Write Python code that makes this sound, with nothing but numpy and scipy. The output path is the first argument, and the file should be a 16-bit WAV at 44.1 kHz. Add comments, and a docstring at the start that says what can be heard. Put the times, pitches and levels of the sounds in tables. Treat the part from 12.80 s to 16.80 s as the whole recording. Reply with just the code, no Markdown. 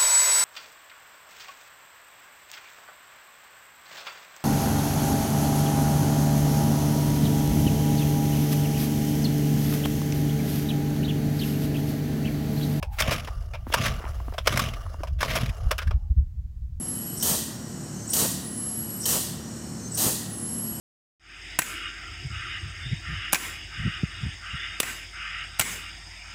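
"""On a frozen lake, the starter cord of a petrol ice auger is pulled four times; the engine does not fire.
Each time the pawls catch with a clack, friction makes the cord rasp, and the engine pumps pulses of air
through its muffler, then coasts with ticking pawls. The spring rewinds the spool, which rubs and excites
the resonances of its housing, while the slack cord slaps. At last the handle snaps home and the frame
rattles. Behind it are a faint hollow tone, swishing sleeves and light wind rumbling on the microphone."""
import sys
import numpy as np
from scipy import signal
from scipy.fft import rfft, irfft, next_fast_len
from scipy.io import wavfile
from scipy.ndimage import uniform_filter1d, map_coordinates

SR = 44100
rng = np.random.default_rng(int(sys.argv[2]) if len(sys.argv) > 2 else 0)


def persist_wave(psi):
    """Save psi, clipped to +-1, as 16-bit WAV."""
    counts = np.round(np.clip(psi, -1, 1) * 32767).astype(np.int16)
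    wavfile.write(sys.argv[1], SR, np.atleast_2d(counts).T)


N = 176400

# Spectra of the sliding cord and of the muffler. Each row: frequency in Hz, gain in dB.
CORD_SPECTRUM = [(180, -38.5), (300, -3), (379, -9.5), (634, 3.5), (842, -13), (1210, 2.5), (1340, -6),
                 (2250, -3.5), (3350, -6), (4300, -14), (5520, -12), (8790, -25), (10200, -19),
                 (16000, -28.5)]
MUFFLER_SPECTRUM = [(40, -47.5), (85, 1), (130, 4), (170, -5.5), (235, -6), (320, -30.5), (600, -24),
                    (1500, -73.5)]
# Pulls of the cord. Each row: times of the catch, the stroke's end and the hardest compression in
# seconds, then relative levels of rasp, rewind and chuff in dB.
CORD_PULLS = [(0.201, 0.325, 0.28, -30.5, -43.5, -35.5), (.937, 1.062, 1, -29.5, -40, -32),
              (1.674, 1.803, 1.746, -29, -41.5, -31), (2.418, 2.568, 2.63, -29.5, -41, -32.5)]
SLACK_DB, CATCH_DB, PEAK_DB, RELEASE_DB_PER_S = -4, -5.5, 0.5, 190.5  # course of the rasp in a pull
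START_RATE, TOP_RATE, END_RATE = 28, 62, 20  # chuffs a second
COAST_S, COMPRESSION_DB = 0.15, -23

def cranking():
    """Friction and pumping: the cord rasps out, and the muffler filters the engine's air pulses."""
    t = np.arange(N) / SR
    rasp_level, pulses, airflow = np.zeros((3, N))
    for catch, end, hardest, rasp_db, _, chuff_db in CORD_PULLS:
        stages = [catch - .034, catch - .0085, catch, end - .03, end]  # slack runs out before the catch
        effort_db = np.interp(t, stages, [-30, SLACK_DB, CATCH_DB, 0, PEAK_DB], left=-120)
        rasp_level += amp(rasp_db + effort_db - RELEASE_DB_PER_S * np.maximum(t - end, 0))
        spin_times = [catch, end - .02, end + COAST_S]
        rate = np.interp(t, spin_times, [START_RATE, TOP_RATE, END_RATE], left=0, right=0)
        beats = np.flatnonzero(np.diff(np.floor(np.cumsum(rate) / SR)))
        pulses[beats] = amp(chuff_db + 2 * rng.standard_normal(len(beats))) * rate[beats] / TOP_RATE
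        add(pulses, hardest, amp([COMPRESSION_DB]))
        airflow += rate / TOP_RATE
    grit = contacts(N, rate=3500, spread_db=3) * amp(2.8 * wobble(150))
    cord = rasp_level * drifting(colour(grit, CORD_SPECTRUM))
    puff = colour(signal.unit_impulse(4096), MUFFLER_SPECTRUM)
    chuffs = signal.fftconvolve(pulses, puff / np.linalg.norm(puff))[:N] * np.sqrt(SR / TOP_RATE)
    breath = amp(-37) * airflow * noise(MUFFLER_SPECTRUM)
    return cord - chuffs + breath


# Spectrum of the struck starter parts. Each row: frequency in Hz, gain in dB.
IMPACT_SPECTRUM = [(210, -24.5), (350, -13), (610, 2.5), (800, -7), (980, -1), (1650, -2), (1910, -8),
                   (2170, -4.5), (3300, -8.5), (4380, -13.5), (5220, -6.5), (6750, -17.5), (15000, -22)]

def chatter(db, ring_hz, bass_db, treble_db, ms, lead_s, attack_s, t60_s, ring_db, tail_db):
    """Repeated impact: loose parts collide in a dense burst, coloured by a resonance at ring_hz."""
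    t = np.arange(6144) / SR - lead_s
    length = max(ms, 1) / 1000
    after = np.maximum(t - length, 0)
    attack = 1 - np.exp(-np.maximum(t, 0) / attack_s)
    decay = amp(-60 * after / t60_s) + amp(tail_db - 60 * after / 0.11)
    lead_in = amp(-13) * np.exp(-abs(t) / 0.001)  # a brief soft lead-in to each clack
    tilt = [(700, bass_db), (1400, 0), (3500, 0.0044), (7000, treble_db)]
    shape = lambda hz: along(IMPACT_SPECTRUM, hz) + along(tilt, hz) + peak(hz, ring_hz, ring_db, 0.14)
    burst = colour((attack * decay + lead_in) * contacts(len(t), rate=9000, spread_db=2), shape)
    return amp(db) * burst / np.sqrt(np.sum(burst ** 2) / (SR * (length + 0.0013)))


# Hard clacks of pawls and handle, then lighter rattles of starter and frame. Each row: start in seconds,
# relative level in dB, resonance in Hz, relative bass and treble in dB, length in milliseconds.
HARD_CLACKS = [(0.202, -3.5, 2260, -9.5, -2.5, 8.8), (0.938, 0.5, 870, -13.5, -9.5, 8.4),
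               (1.672, 2.5, 562, -16.5, -13, 6.6), (1.774, -1.5, 2160, -7.5, -1.5, 1.7),
               (1.793, -4, 1180, -22, -8, 6.6), (2.429, 0, 980, -11.5, -14.5, 2.2),
               (2.554, -8.5, 670, -16, -7.5, 11.4), (2.913, -2, 647, -9, -9, 2.8)]
FRAME_RATTLES = [(.027, -27.5, 2600, 8, 2, 5), (0.186, -26.5, 2070, -19, 0, 18),
                 (0.221, -21, 3500, -10, 2.5, 3.7), (.308, -27, 2200, -0.5, 3.5, 31.6),
                 (0.473, -37, 1870, 2, -4.5, 12.6), (0.735, -36.5, 2400, 7, -8, 22),
                 (1.058, -23.5, 1980, -2, 1.5, 12), (1.537, -37.5, 756, 9, -1, 11),
                 (1.581, -25.5, 3340, 4, -3.5, 7.7), (2.234, -26, 1100, 15, 1.5, 3.3),
                 (2.271, -43, 2860, 7.5, -1, 15), (2.406, -27.5, 1750, -2, 1.5, 15),
                 (2.909, -23.5, 1160, 1, -4, 5.5), (2.92, -34.5, 1230, 2.5, -9, 12.4),
                 (2.981, -30.5, 3000, -11.5, 6.5, 5.7), (2.988, -25, 1490, -9.5, -12, 4),
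                 (3.017, -36.5, 1500, -2, -6.5, 15), (3.071, -39.5, 1690, -10.5, -3, 9.9),
                 (3.108, -33, 1200, 9, -8.5, 6.7)]

def clacks():
    """Impact excitation: pawls snap in and let go, the handle strikes home and the frame rattles."""
    out, lead_s = np.zeros(N), 1024 / SR
    for start, db, hz, bass, treble, ms in HARD_CLACKS:
        clack = chatter(db - 16, hz, bass + 12, treble + 11, ms, lead_s,
                        attack_s=0.00027, t60_s=0.027, ring_db=11.5, tail_db=-18.5)
        add(out, start - lead_s, clack)
    for start, db, hz, bass, treble, ms in FRAME_RATTLES:
        rattle = chatter(db, hz, bass, treble, ms, lead_s,
                         attack_s=0.00025, t60_s=0.016, ring_db=9, tail_db=-5.5)
        add(out, start - lead_s, rattle)
    return out


# Ticks of the freewheeling pawls. Each row: start in seconds, level in dB.
PAWL_TICKS = [(.36, -32.5), (.38, -34.5), (.397, -37), (.445, -37), (1.08, -28.5), (1.818, -27.5),
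              (1.838, -32), (1.86, -36.5), (1.886, -34.5), (1.936, -37), (2.61, -33), (2.633, -36.5),
              (2.659, -35), (2.692, -35.5)]

def coasting():
    """Ratchet action: each pawl skips over its cup with a gritty tick and a soft thud of the engine."""
    envelope, t = np.zeros(N), np.arange(SR // 10) / SR
    burst = strike(t, rise_s=.001, t60_s=.05)
    for start, db in PAWL_TICKS:
        add(envelope, start, amp(db) * burst / burst.max())
    grit = drifting(colour(contacts(N, rate=6000, spread_db=2), CORD_SPECTRUM))
    tick = unit(colour(grit, [(800, -8), (2500, 0)]))
    thud = amp(1) * noise(MUFFLER_SPECTRUM)
    return envelope * (tick + thud)


# Spectrum of the rubbing spool. Each row: frequency in Hz, gain in dB.
SPOOL_SPECTRUM = [(150, -20.5), (350, -3), (620, 4.5), (850, -20.5), (1250, 0), (1900, -15.5), (3000, -23),
                  (5300, -13), (8800, -31), (15000, -21)]
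# Flutters of the loose cord. Each row: peak time in seconds, level in dB, half width in seconds.
CORD_FLUTTERS = [(1.235, -41, 0.039)]

def rewind():
    """Sliding friction: as the spring winds the cord back, the spool rubs and the cord taps, fading."""
    t = np.arange(N) / SR
    level = np.zeros(N)
    fall_db_per_s, rewind_s = 30, 0.83
    for catch, end, _, _, rewind_db, _ in CORD_PULLS:
        after = np.maximum(t - end, 0)
        rise = np.clip((t - catch) / (end - catch), 0, 1)
        stop = np.clip((rewind_s - after) / 0.45, 0, 1)
        level += rise * amp(rewind_db - fall_db_per_s * after) * stop
    grit = contacts(N, rate=5000, spread_db=3) * amp(2.5 * wobble(110))
    rub = drifting(amp(-6.5) * unit(colour(grit, SPOOL_SPECTRUM)) + amp(-1.5) * housing(grit))
    return level * (rub + amp(-9.5) * cord_taps()) + swells(CORD_FLUTTERS) * cord_taps()


# Modes of the starter housing. 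Each row: frequency in Hz, bandwidth in Hz, gain in dB.
HOUSING_MODES = [(667.6, 98, 4), (1163, 43, 4), (2800, 120, -7), (4980, 1000, -23.5), (10150, 570, -21)]

def housing(force):
    """Forced vibration: the housing responds as a sum of damped resonators; rms 1."""
    size = next_fast_len(N + SR // 4)
    f = np.fft.rfftfreq(size, 1 / SR)
    response = sum(amp(db) * 1j * f * width / (hz * hz - f * f + 1j * f * width)
                   for hz, width, db in HOUSING_MODES)
    return unit(irfft(rfft(force, size) * response, size)[:N])


def cord_taps(rate=170, centre_hz=1238, decay_cycles=4.9):
    """Damped free vibration: each irregular little tap rings briefly at its own pitch; rms 1."""
    out, t = np.zeros(N), np.arange(SR // 20) / SR
    for n, (jitter, pitch, strength) in enumerate(rng.standard_normal((int(rate * N / SR), 3))):
        hz = centre_hz * np.exp(.4 * pitch)
        envelope = amp(3.2 * strength) * strike(t, rise_s=.5 / hz, t60_s=decay_cycles / hz)
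        add(out, (n + jitter) / rate, envelope * np.sin(2 * np.pi * hz * t))
    return unit(out)


# Spectrum of a slap on the housing. Each row: frequency in Hz, gain in dB.
SLAP_SPECTRUM = [(100, -3), (1100, -6.5), (1900, -19.5), (3800, -43), (12000, -53)]
# Slaps of the cord. Each row: start in seconds, relative level in dB, resonance in Hz.
CORD_SLAPS = [(0.482, -27.5, 895), (0.867, -22, 280), (0.876, -26.5, 276.7), (0.901, -25.5, 326),
              (1.24, -23.5, 1500), (1.254, -27, 910), (1.401, -28, 266), (1.482, -23, 249.4),
              (1.524, -27, 636), (2.063, -28.5, 1120), (2.142, -27.5, 292), (2.205, -27, 304)]

def slaps():
    """Soft impact: the slack cord hits the housing with a dull tap and one short resonance."""
    out, t = np.zeros(N), np.arange(2048) / SR
    for start, db, ring_hz in CORD_SLAPS:
        body = lambda hz: along(SLAP_SPECTRUM, hz) + peak(hz, ring_hz, db=11, log_width=0.256)
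        tap = strike(t, rise_s=.001, t60_s=0.017) * rng.standard_normal(len(t))
        add(out, start, amp(db - 20) * unit(colour(tap, body)))
    return out


# A faint hollow ring near 800 Hz, at the start and after the last pull.
# Each row: peak time in seconds, level in dB, half width in seconds.
TONE_SWELLS = [(.1, -50.5, 0.16), (3.2, -64.5, .07)]

def hollow_tone(centre_hz=817, width_hz=130):
    """Narrow-band noise is heard as a breathy pitch, which swells and fades."""
    band_db = lambda hz: -20 * np.log10(1 + ((hz - centre_hz) / width_hz * 2) ** 2)
    return swells(TONE_SWELLS) * noise(band_db)


# Swishes of the sleeves. Each row: peak time in seconds, level in dB, half width in seconds.
SLEEVE_SWISHES = [(.165, -49, 0.029), (.91, -52.5, 0.024), (1.48, -58.5, 0.37)]
# Spectrum of rubbing cloth. Each row: frequency in Hz, gain in dB.
CLOTH_SPECTRUM = [(500, -10.5), (1500, 3.5), (5000, -6.5), (9000, -10), (13500, -4.5)]

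def sleeves():
    """Friction noise: jacket sleeves swish softly as the arm moves."""
    flicker = amp(2.5 * wobble(45))
    return swells(SLEEVE_SWISHES) * noise(CLOTH_SPECTRUM) * flicker


# Gusts. Each row: peak time in seconds, level in dB, half width in seconds.
WIND_GUSTS = [(1.36, -32.5, 0.067), (2.339, -25, 0.034), (2.699, -19.5, 0.0077), (2.867, -24, 0.016),
              (3.081, -14.5, 0.0077), (3.143, -20, 0.019), (3.323, -16.5, 0.009), (3.402, -19.5, 0.017)]
# Spectra of the wind's rumble and the air's hiss. Each row: frequency in Hz, gain in dB.
RUMBLE_SPECTRUM = [(10, -33.5), (22, -9.5), (45, -5.5), (70, -3), (135, -21.5), (190, -32.5), (1100, -108)]
HISS_SPECTRUM = [(350, -7.5), (600, -9), (1200, -12.5), (3300, -16.5), (7000, -16.5), (10000, -23.5),
                 (15000, -18.5)]

def wind(breeze_db=-33, hiss_db=-72):
    """Turbulence: breeze and gusts add in power and rumble on the microphone, over a faint even hiss."""
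    power = amp(breeze_db) ** 2 + sum(amp(db) ** 2 * bell(s, width) for s, db, width in WIND_GUSTS)
    rumble = unit(colour(rng.standard_normal(N) * amp(2 * wobble(32)), RUMBLE_SPECTRUM))
    return np.sqrt(power) * rumble + amp(hiss_db) * noise(HISS_SPECTRUM)


def amp(db):
    """Decibels as an amplitude ratio."""
    return 10 ** (np.asarray(db) / 20)


def unit(x):
    """x scaled to rms 1."""
    return x / np.sqrt(np.mean(x ** 2) + 1e-20)


def along(points, hz):
    """Interpolation of (Hz, dB) points on a log frequency axis."""
    freqs, gains = np.transpose(points)
    return np.interp(np.log(hz + 1), np.log(freqs + 1), gains)


def peak(hz, centre_hz, db, log_width):
    """A resonance peak, in dB."""
    return db / (1 + (np.log((hz + 1) / centre_hz) / log_width) ** 2)


def add(out, start_s, x):
    """Superposition: mix x into out from start_s."""
    i = max(0, round(start_s * SR))
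    out[i:i + len(x)] += x[:max(0, N - i)]


def strike(t, rise_s, t60_s):
    """A quick rise and an exponential decay of 60 dB in t60_s."""
    return (1 - np.exp(-t / rise_s)) * amp(-60 * t / t60_s)


def bell(peak_s, width_s):
    """A Gaussian curve in time."""
    return np.exp(-.5 * ((np.arange(N) / SR - peak_s) / width_s) ** 2)


def swells(rows):
    """A sum of Gaussian swells in amplitude."""
    return sum(amp(db) * bell(peak_s, width_s) for peak_s, db, width_s in rows)


def wobble(rate):
    """A smooth random curve, rate knots a second."""
    return map_coordinates(rng.standard_normal(int(N * rate / SR) + 4), [np.arange(N) * rate / SR])


def contacts(size, rate, spread_db):
    """Shot noise: rate tiny collisions a second, of random sign and strength; rms 1."""
    hits = (rng.random(size) < rate / SR) * np.sign(rng.standard_normal(size))
    return unit(hits * amp(spread_db * np.minimum(rng.exponential(size=size), 4)))


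def colour(x, gain_db):
    """Minimum-phase filter from (Hz, dB) points or a function of frequency."""
    size = 2 * next_fast_len(len(x))
    hz = np.fft.rfftfreq(size, 1 / SR)
    db = gain_db(hz) if callable(gain_db) else along(gain_db, hz)
    cepstrum = irfft(np.log(np.maximum(amp(db), 1e-6)))
    cepstrum[1:size // 2] *= 2  # folding onto positive time makes the filter causal
    cepstrum[size // 2 + 1:] = 0
    return irfft(rfft(x, size) * np.exp(rfft(cepstrum)), size)[:len(x)]


def noise(spectrum):
    """Filtered white noise; rms 1."""
    return unit(colour(rng.standard_normal(N), spectrum))


def drifting(x, depth_db=2.5):
    """Spectral modulation: the colour of x shifts in random patches; rms 1."""
    frames = signal.stft(x, nperseg=512)[2]
    patches = uniform_filter1d(rng.standard_normal(frames.shape), size=7, axis=0)
    patches = uniform_filter1d(patches, size=7, axis=1)
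    return unit(signal.istft(frames * amp(depth_db * unit(patches)), nperseg=512)[1][:N])


def scene():
    """Superposition of the auger and its background in one channel."""
    auger = clacks() + cranking() + coasting() + rewind() + slaps()
    return (auger + hollow_tone() + sleeves() + wind())[None]


def record(dry):
    """Band limiting: a steep low-pass cuts the highest treble; the last milliseconds fade out."""
    size, cutoff_hz = next_fast_len(N + SR // 2), 16100
    fade = np.minimum(np.arange(N)[::-1] / 400, 1)
    low_pass = 1 / (1 + (np.fft.rfftfreq(size, 1 / SR) / cutoff_hz) ** 160)
    return irfft(rfft(dry * fade, size) * low_pass, size)[..., :N]


dry = scene()
out = record(dry)
persist_wave(out)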